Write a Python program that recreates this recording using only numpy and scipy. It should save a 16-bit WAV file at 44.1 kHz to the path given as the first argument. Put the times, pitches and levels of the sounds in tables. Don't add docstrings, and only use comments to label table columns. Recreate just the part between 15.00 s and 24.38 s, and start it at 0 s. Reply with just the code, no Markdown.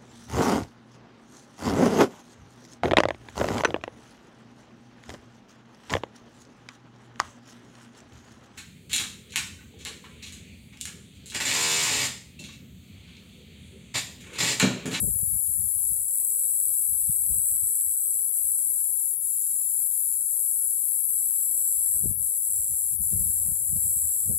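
import sys
import numpy as np
from scipy import signal
from scipy.fft import rfft, irfft, next_fast_len
from scipy.io import wavfile
from scipy.ndimage import uniform_filter1d

SR = 44100
rng = np.random.default_rng(int(sys.argv[2]) if len(sys.argv) > 2 else 0)


def bounce(signal):
    frames = np.transpose(np.atleast_2d(signal))
    limited = np.clip(frames, -1, 1)
    pcm = np.round(limited * 32767).astype(np.int16)
    wavfile.write(sys.argv[1], SR, pcm)


N = 413658
TIME = np.arange(N) / SR
FFT_SIZE = next_fast_len(N, real=True)
FFT_HZ = np.fft.rfftfreq(FFT_SIZE, 1 / SR)


def gain_of(db):
    return 10 ** (np.asarray(db) / 20)


def evened(x):
    return x / np.sqrt(np.mean(x ** 2) + 1e-20)


def steadied(x, size_samples):
    power = x ** 2
    mean_power = power.mean(1, keepdims=True)
    local_power = uniform_filter1d(power, size_samples) + 1e-20
    return evened(x * np.sqrt(mean_power / local_power))


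def curves(rows):
    time_s, *columns = np.transpose(rows)
    return [np.interp(TIME, time_s, column) for column in columns]


def colour(x, rows):
    hz, *columns = np.transpose(rows)
    shape_db = [np.interp(np.log(FFT_HZ + 1), np.log(hz), column) for column in columns]
    spectrum = rfft(x, FFT_SIZE) * gain_of(shape_db)
    return evened(irfft(spectrum, FFT_SIZE)[:, :N])


def band_noise(low_hz, high_hz, order):
    edges = signal.butter(order, [low_hz, high_hz], "bandpass", fs=SR, output="sos")
    return evened(signal.sosfilt(edges, rng.standard_normal((2, N))))


def drift(hz):
    knots_s = np.arange(0, TIME[-1] + 1 / hz, .5 / hz)
    return evened(np.interp(TIME, knots_s, rng.standard_normal(len(knots_s))))


def hump(middle_s, length_s):
    out = np.zeros(N)
    near = slice(*np.searchsorted(TIME, [middle_s - 2 * length_s, middle_s + 2 * length_s]))
    out[near] = np.exp(-(2 * (TIME[near] - middle_s) / length_s) ** 2)
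    return out


def resonate(x, hz, width_hz):
    turn = np.exp(2j * np.pi * np.cumsum(hz) / SR)
    r = np.exp(-np.pi * width_hz / SR)
    smooth = signal.lfilter([(1 - r) ** 2], [1, -2 * r, r * r], x * turn.conj())
    return 2 * (turn * smooth).real


def foliage(x, spread_s, count):
    taps = np.zeros((2, SR // 4))
    for ear in taps:
        delay = np.minimum(rng.exponential(spread_s, count) * SR, len(ear) - 1).astype(int)
        ear[delay] = rng.standard_normal(count)
        ear /= np.linalg.norm(ear)
    return signal.oaconvolve(x[None], taps, axes=1)[:, :N]


def shifting_echoes(x, spread_s, rad_per_s):
    turn = rad_per_s * TIME
    first = foliage(x, spread_s, count=24)
    second = foliage(x, spread_s, count=24)
    return np.cos(turn) * first + np.sin(turn) * second


PORT_LAG_S = .00045


def at_ports(x):
    return np.array([x, np.roll(x, round(PORT_LAG_S * SR))])


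def stridulate(strokes_per_s, width, rasp, jitter, uneven_db):
    turns = np.cumsum(strokes_per_s * np.ones(N)) / SR + rng.random() + jitter * drift(60)
    snaps = np.diff(np.floor(turns + .5), prepend=np.floor(turns[0] + .5))
    teeth = np.exp(-abs(turns % 1 - .5) / width) * rng.standard_normal(N)
    strokes = np.sqrt(1 - rasp) * evened(snaps) + np.sqrt(rasp) * evened(teeth)
    return evened(strokes * gain_of(uneven_db * drift(77)))


# middle_s, length_s, depth_db
PAUSES = [(3.312, 0.032, -11), (4.187, 0.084, -13), (7.157, 0.071, -15), (7.983, 0.047, -22)]


def resting_db():
    return sum(depth_db * hump(middle_s, length_s) for middle_s, length_s, depth_db in PAUSES)


def whine(strokes, hz, wander_hz=20, left_db=-11):
    ring = resonate(strokes, hz + wander_hz * drift(2.8), width_hz=300)
    ring = ring / np.sqrt(uniform_filter1d(ring ** 2, size=2400) + 1e-12)
    reflection = gain_of(left_db) * np.roll(ring, SR // 54)
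    return np.array([reflection, ring])


# time_s, relative_db
KATYDID_LOUDNESS = [(0, 0), (0.28, -3), (0.9, -2), (1.55, 1), (1.8, 1), (2.5, 1), (3.08, 0), (3.25, -1),
                    (3.6, 1), (3.8, -1.5), (4.45, 1), (4.9, -2), (5.4, 0.5), (5.95, 0), (6.85, 0),
                    (7.31, 0.5), (7.59, 2), (7.8, 1.5), (8.4, -0.5), (8.62, 0.5), (8.9, -1.5), (9.38, -0.5)]
# pitch_hz, left_relative_db, right_relative_db
WING_RING = [(4000, -140, -140), (4950, -123, -119), (5400, -105, -98.5), (6000, -104, -99.5),
             (6500, -101, -97), (6750, -95, -86), (7100, -86, -75), (7400, -83, -72), (7650, -79, -68),
             (8150, -76, -66.5), (8450, -74, -68.5), (8800, -80, -78), (9150, -76, -78),
             (10200, -69, -75.5), (12000, -72, -79.5), (13000, -80, -88), (14600, -83, -90),
             (15600, -87, -100)]
# time_s, lower_hz, lower_db, upper_hz, upper_db
WING_WHINES = [(0, 7780, -48, 8150, -37), (.3, 7780, -49, 8130, -42), (1.1, 7900, -40, 8120, -34.5),
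               (1.55, 7870, -33, 8130, -30.5), (1.8, 7850, -40, 8060, -38), (2.1, 7850, -40, 8080, -33),
               (2.55, 7900, -37, 8080, -31), (3.1, 7900, -35, 8070, -31), (3.27, 7800, -37, 8100, -39),
               (3.55, 7800, -37, 8160, -31.5), (4.1, 7750, -42, 8120, -39), (4.6, 7720, -39, 8080, -37.5),
               (5.6, 7750, -46, 8080, -38), (5.9, 7720, -42, 8100, -46), (6.3, 7690, -33, 8080, -40),
               (6.78, 7620, -29.5, 8150, -35), (6.95, 7630, -32.5, 8200, -30.5),
               (7.28, 7700, -43, 8150, -42), (7.58, 7700, -31.5, 8100, -34.5), (7.85, 7700, -36, 8150, -39),
               (8.4, 7800, -34, 8180, -33), (8.62, 7800, -39, 8170, -38), (8.9, 7800, -30.5, 8180, -31),
               (9.1, 7850, -30, 8120, -35), (9.38, 7800, -37, 8170, -37)]
STROKES_PER_S, SAG_PER_S, SAG_S = 108.2, 3, .11


def katydid(level_db=-33.0, scatter_db=0.0, flutter_db=0.58):
    sag = SAG_PER_S * sum(hump(middle_s, 2 * SAG_S) for middle_s, _, _ in PAUSES)
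    rate = STROKES_PER_S - sag + .15 * drift(1.5)
    song = stridulate(rate, width=.2, rasp=.76, jitter=.003, uneven_db=.6)
    echoes = shifting_echoes(song, spread_s=.004, rad_per_s=1.473)
    buzz = colour(at_ports(song) + gain_of(scatter_db) * echoes, WING_RING)
    strokes = np.roll(buzz[1], round(3 * SR / STROKES_PER_S))
    buzz = steadied(buzz, size_samples=2000) * gain_of(level_db + curves(KATYDID_LOUDNESS)[0])
    low_hz, low_db, high_hz, high_db = curves(WING_WHINES)
    whines = gain_of(low_db) * whine(strokes, low_hz) + gain_of(high_db) * whine(strokes, high_hz)
    return (buzz + whines) * gain_of(resting_db() + flutter_db * drift(7))


# pitch_hz, start_relative_db, end_relative_db
WING_TONES = [(10150, -2, -3), (10480, 0, 0), (10800, 1.5, -5), (11030, -3, 0), (11270, -3, -3),
              (11680, -2, -1), (12150, -6, -6)]


def wing_tones(song, level_db, right_db=-21):
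    out = np.zeros(N)
    for hz, start_db, end_db in WING_TONES:
        tone = resonate(song[:1], hz + 65 * drift(1.5), width_hz=160)
        tone = steadied(tone, size_samples=3000)[0]
        swell = evened(gain_of(3.5 * drift(2.5)))
        out += tone * swell * np.geomspace(gain_of(start_db), gain_of(end_db), N)
    return gain_of(level_db) * gain_of([[0], [right_db]]) * at_ports(out)


# strokes_per_s, relative_db
CHORUS_LEADERS = [(98.1, 0), (108.3, -2), (89.3, -6), (117.6, -6), (203, -6)]
# pitch_hz, left_relative_db, right_relative_db
CHORUS_COLOUR = [(4000, -140, -140), (5000, -121, -120), (6300, -107, -105), (7000, -97, -88),
                 (8000, -80, -75), (8500, -80, -80), (9100, -78, -83), (9550, -66.5, -76.5),
                 (10200, -58.5, -78), (10700, -57, -78), (11300, -58, -79), (11750, -58, -78),
                 (12700, -67, -83.5), (14400, -71.5, -86), (15600, -75.5, -95)]
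# time_s, relative_db
CHORUS_SWELL = [(0.0, -27.5), (0.89, -27), (1.05, -29.5), (1.19, -27), (1.3, -27.5), (1.65, -26.5),
                (2.13, -27), (2.38, -26.5), (2.94, -28), (3.69, -26.5), (4.4, -28.5), (4.8, -26.5),
                (5.26, -28.5), (5.33, -27), (6.51, -27), (6.88, -26), (7.34, -29), (7.54, -27.5),
                (7.62, -29.5), (8.3, -26.5), (8.62, -29), (8.84, -26.5), (9.19, -28.5), (9.37, -27.5)]


def chorus(level_db=2.0, crowd_db=0, scatter_db=-1, waver_db=0.32, hush=0.13):
    leaders = 0
    for strokes_per_s, db in CHORUS_LEADERS:
        rate = strokes_per_s + .3 * drift(2)
        leaders += gain_of(db) * stridulate(rate, width=.36, rasp=.93, jitter=.005, uneven_db=.6)
    leaders = evened(leaders)
    crowd = shifting_echoes(rng.standard_normal(N), spread_s=.003, rad_per_s=2.13)
    crowd = evened(crowd + 0.86 * rng.standard_normal((2, N)))
    near_echoes = foliage(leaders, spread_s=.0004, count=6)
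    echoes = shifting_echoes(leaders, spread_s=.007, rad_per_s=1.94)
    song = near_echoes + gain_of(scatter_db) * echoes + gain_of(crowd_db) * crowd
    song = colour(song, CHORUS_COLOUR)
    song = song + wing_tones(np.roll(song, SR // 20, axis=1), level_db=-7.5)
    song = steadied(song, size_samples=1800)
    swell_db = curves(CHORUS_SWELL)[0] + waver_db * drift(6) + hush * resting_db()
    return gain_of(level_db + swell_db) * song


# peak_s, length_s, left_strength_db, right_strength_db
GUST_ROWS = [(0.036, 0.062, -34, -47), (0.085, 0.059, -34.5, -41), (0.156, 0.047, -46, -42),
             (0.233, 0.031, -54, -36.5), (0.34, 0.09, -51, -40.5), (0.503, 0.054, -44, -47.5),
             (0.617, 0.099, -41.5, -51), (0.765, 0.029, -45, -66), (0.913, 0.02, -39.5, -47),
             (0.993, 0.031, -52.5, -58), (1.692, 0.064, -54.5, -75), (1.923, 0.06, -45.5, -62),
             (2.094, 0.036, -38.5, -61), (2.266, 0.025, -60, -49), (2.311, 0.041, -39, -48),
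             (2.37, 0.072, -45, -53), (2.543, 0.054, -48.5, -53), (2.637, 0.065, -50.5, -56),
             (2.87, 0.059, -53.5, -74), (3.457, .04, -54.5, -63), (6.78, 0.069, -55, -75),
             (6.96, 0.046, -44, -66), (7.053, 0.073, -35.5, -61), (7.106, 0.055, -38.5, -59),
             (7.188, 0.11, -46.5, -61), (7.571, 0.13, -55, -50), (7.716, 0.049, -46.5, -43.5),
             (7.939, 0.036, -51, -38.5), (8.018, 0.074, -44, -43), (8.127, 0.024, -40.5, -36),
             (8.153, 0.065, -36, -38), (8.207, 0.08, -39.5, -38), (8.273, 0.066, -48, -39.5),
             (8.375, 0.11, -52, -47.5), (8.475, 0.078, -45, -39.5), (8.515, 0.043, -43.5, -39.5),
             (8.615, 0.059, -50.5, -61), (8.722, 0.059, -45, -38), (8.766, 0.034, -58, -37.5),
             (8.868, 0.074, -59, -39), (8.971, 0.027, -52, -40), (9.047, 0.073, -50, -47.5),
             (9.311, 0.095, -42, -35)]
# low_hz, high_hz, relative_db at full gust, growth_db_per_db of strength
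EDDY_BANDS = [(51, 108.5, 2, 0.75), (107, 209.6, -3, 1.74), (205, 473, -19, 3.5), (419, 670, -31, 4.5)]
FULL_GUST_DB = -40


def wind(level_db=-40, calm_db=-64, lumpy_db=2, stir_db=-14, stir_s=0.28, stir_cap_db=-40):
    power = np.full((2, N), 1e-12)
    for peak_s, length_s, *ports_db in GUST_ROWS:
        port_stir_db = stir_db + np.minimum(ports_db, stir_cap_db)
        for strength_db, span_s in [(ports_db, length_s), (port_stir_db, stir_s)]:
            near = slice(*np.searchsorted(TIME, [peak_s - 2 * span_s, peak_s + 2 * span_s]))
            power[:, near] += np.outer(gain_of(strength_db), hump(peak_s, span_s)[near]) ** 2
    port_db = 10 * np.log10(power)
    blowing = 1 / (1 + gain_of(calm_db - port_db) ** 2)
    out = np.zeros((2, N))
    for low_hz, high_hz, db, growth in EDDY_BANDS:
        eddies = band_noise(low_hz, high_hz, order=4)
        eddies /= np.sqrt(uniform_filter1d(eddies ** 2, size=1400) + 0.039)
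        out += eddies * gain_of(db + growth * (port_db - FULL_GUST_DB))
    return gain_of(level_db + lumpy_db * drift(40)) * blowing * out


# middle_s, left_relative_db, right_relative_db, pitch_hz
THUMP_ROWS = [(.033, -22.5, -42, 192), (0.08, -22, -40, 120), (.111, -31, -36, 80), (0.232, -50, -27, 127),
              (.277, -46, -28.5, 90), (2.096, -23, -60, 122), (2.309, -21, -44, 69.4),
              (2.333, -30, -46, 70.6), (7.04, -25, -60, 110), (7.058, -20.5, -58, 263),
              (7.088, -24, -60, 86), (8.131, -36, -24.5, 80), (8.145, -28, -27, 100),
              (8.165, -26, -33, 150), (8.204, -24, -34, 70), (8.267, -40, -31.5, 89), (8.292, -44, -30, 70),
              (8.732, -44, -23, 129), (8.775, -56, -24, 70), (9.298, -48, -23.5, 110),
              (9.317, -36, -26.5, 80), (9.35, -39, -28, 65)]


def thumps(level_db=-1, cycles=0.67):
    out = np.zeros((2, N))
    t = np.arange(-1400, 1400) / SR
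    phases = rng.random((len(THUMP_ROWS), 2, 1))
    for (middle_s, left_db, right_db, hz), phase in zip(THUMP_ROWS, phases):
        envelope = np.exp(-(t * hz / cycles) ** 2)
        swing = envelope * np.cos(2 * np.pi * (hz * t + phase))
        at = np.clip(round(middle_s * SR) + np.round(t * SR).astype(int), 0, N - 1)
        out[:, at] += gain_of([[left_db], [right_db]]) * swing
    return gain_of(level_db) * out


# pitch_hz, relative_db
FAR_COLOUR = [(15, -50), (38, -8), (65, 1.5), (120, -.5), (185, -8), (330, -11.5), (430, -10), (535, -1),
              (760, -10.5), (1220, -23.5), (2900, -29.5), (4500, -28.5), (6000, -43)]
# time_s, relative_db
FAR_RUMBLE_SWELL = [(0, 2), (1, 0.5), (2.3, -1.5), (4.5, -1.9), (6.3, -1.5), (7.4, 0), (8.4, 2), (9.38, -1)]


def far_rumble(level_db=-64, waver_db=1):
    noise = rng.standard_normal((2, N)) + 1.14 * rng.standard_normal(N)
    swell_db = curves(FAR_RUMBLE_SWELL)[0] + waver_db * drift(5.5)
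    return gain_of(level_db + swell_db) * colour(noise, FAR_COLOUR)


# middle_s, level_db, pitch_hz, half_length_s (to 1/e)
RIPPLE_LAPS = [(6.863, -78, 2190, 0.12), (6.882, -65, 2000, 0.012), (6.89, -75, 2980, 0.013),
               (7.87, -81, 2500, .06), (8.368, -66, 1780, 0.017), (8.45, -83, 2550, 0.19),
               (8.608, -80, 2930, .016)]


def ripples(fizz_db=3):
    laps = np.zeros((2, N))
    for middle_s, db, hz, half_length_s in RIPPLE_LAPS:
        envelope = np.exp(-((TIME - middle_s) / half_length_s) ** 2)
        laps += gain_of(db) * envelope * band_noise(0.92 * hz, 1.11 * hz, order=3)
    return laps * evened(gain_of(fizz_db * drift(90)))


def scene():
    return katydid() + chorus() + wind() + thumps() + far_rumble() + ripples()


CUT_HZ = 15780


def record(dry):
    bass_cut = signal.butter(5, 42, "highpass", fs=SR, output="sos")
    band_limit = signal.firwin(1023, CUT_HZ, window=("kaiser", 9), fs=SR)
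    return signal.oaconvolve(signal.sosfilt(bass_cut, dry), band_limit[None], "same")


dry = scene()
out = record(dry)
bounce(out)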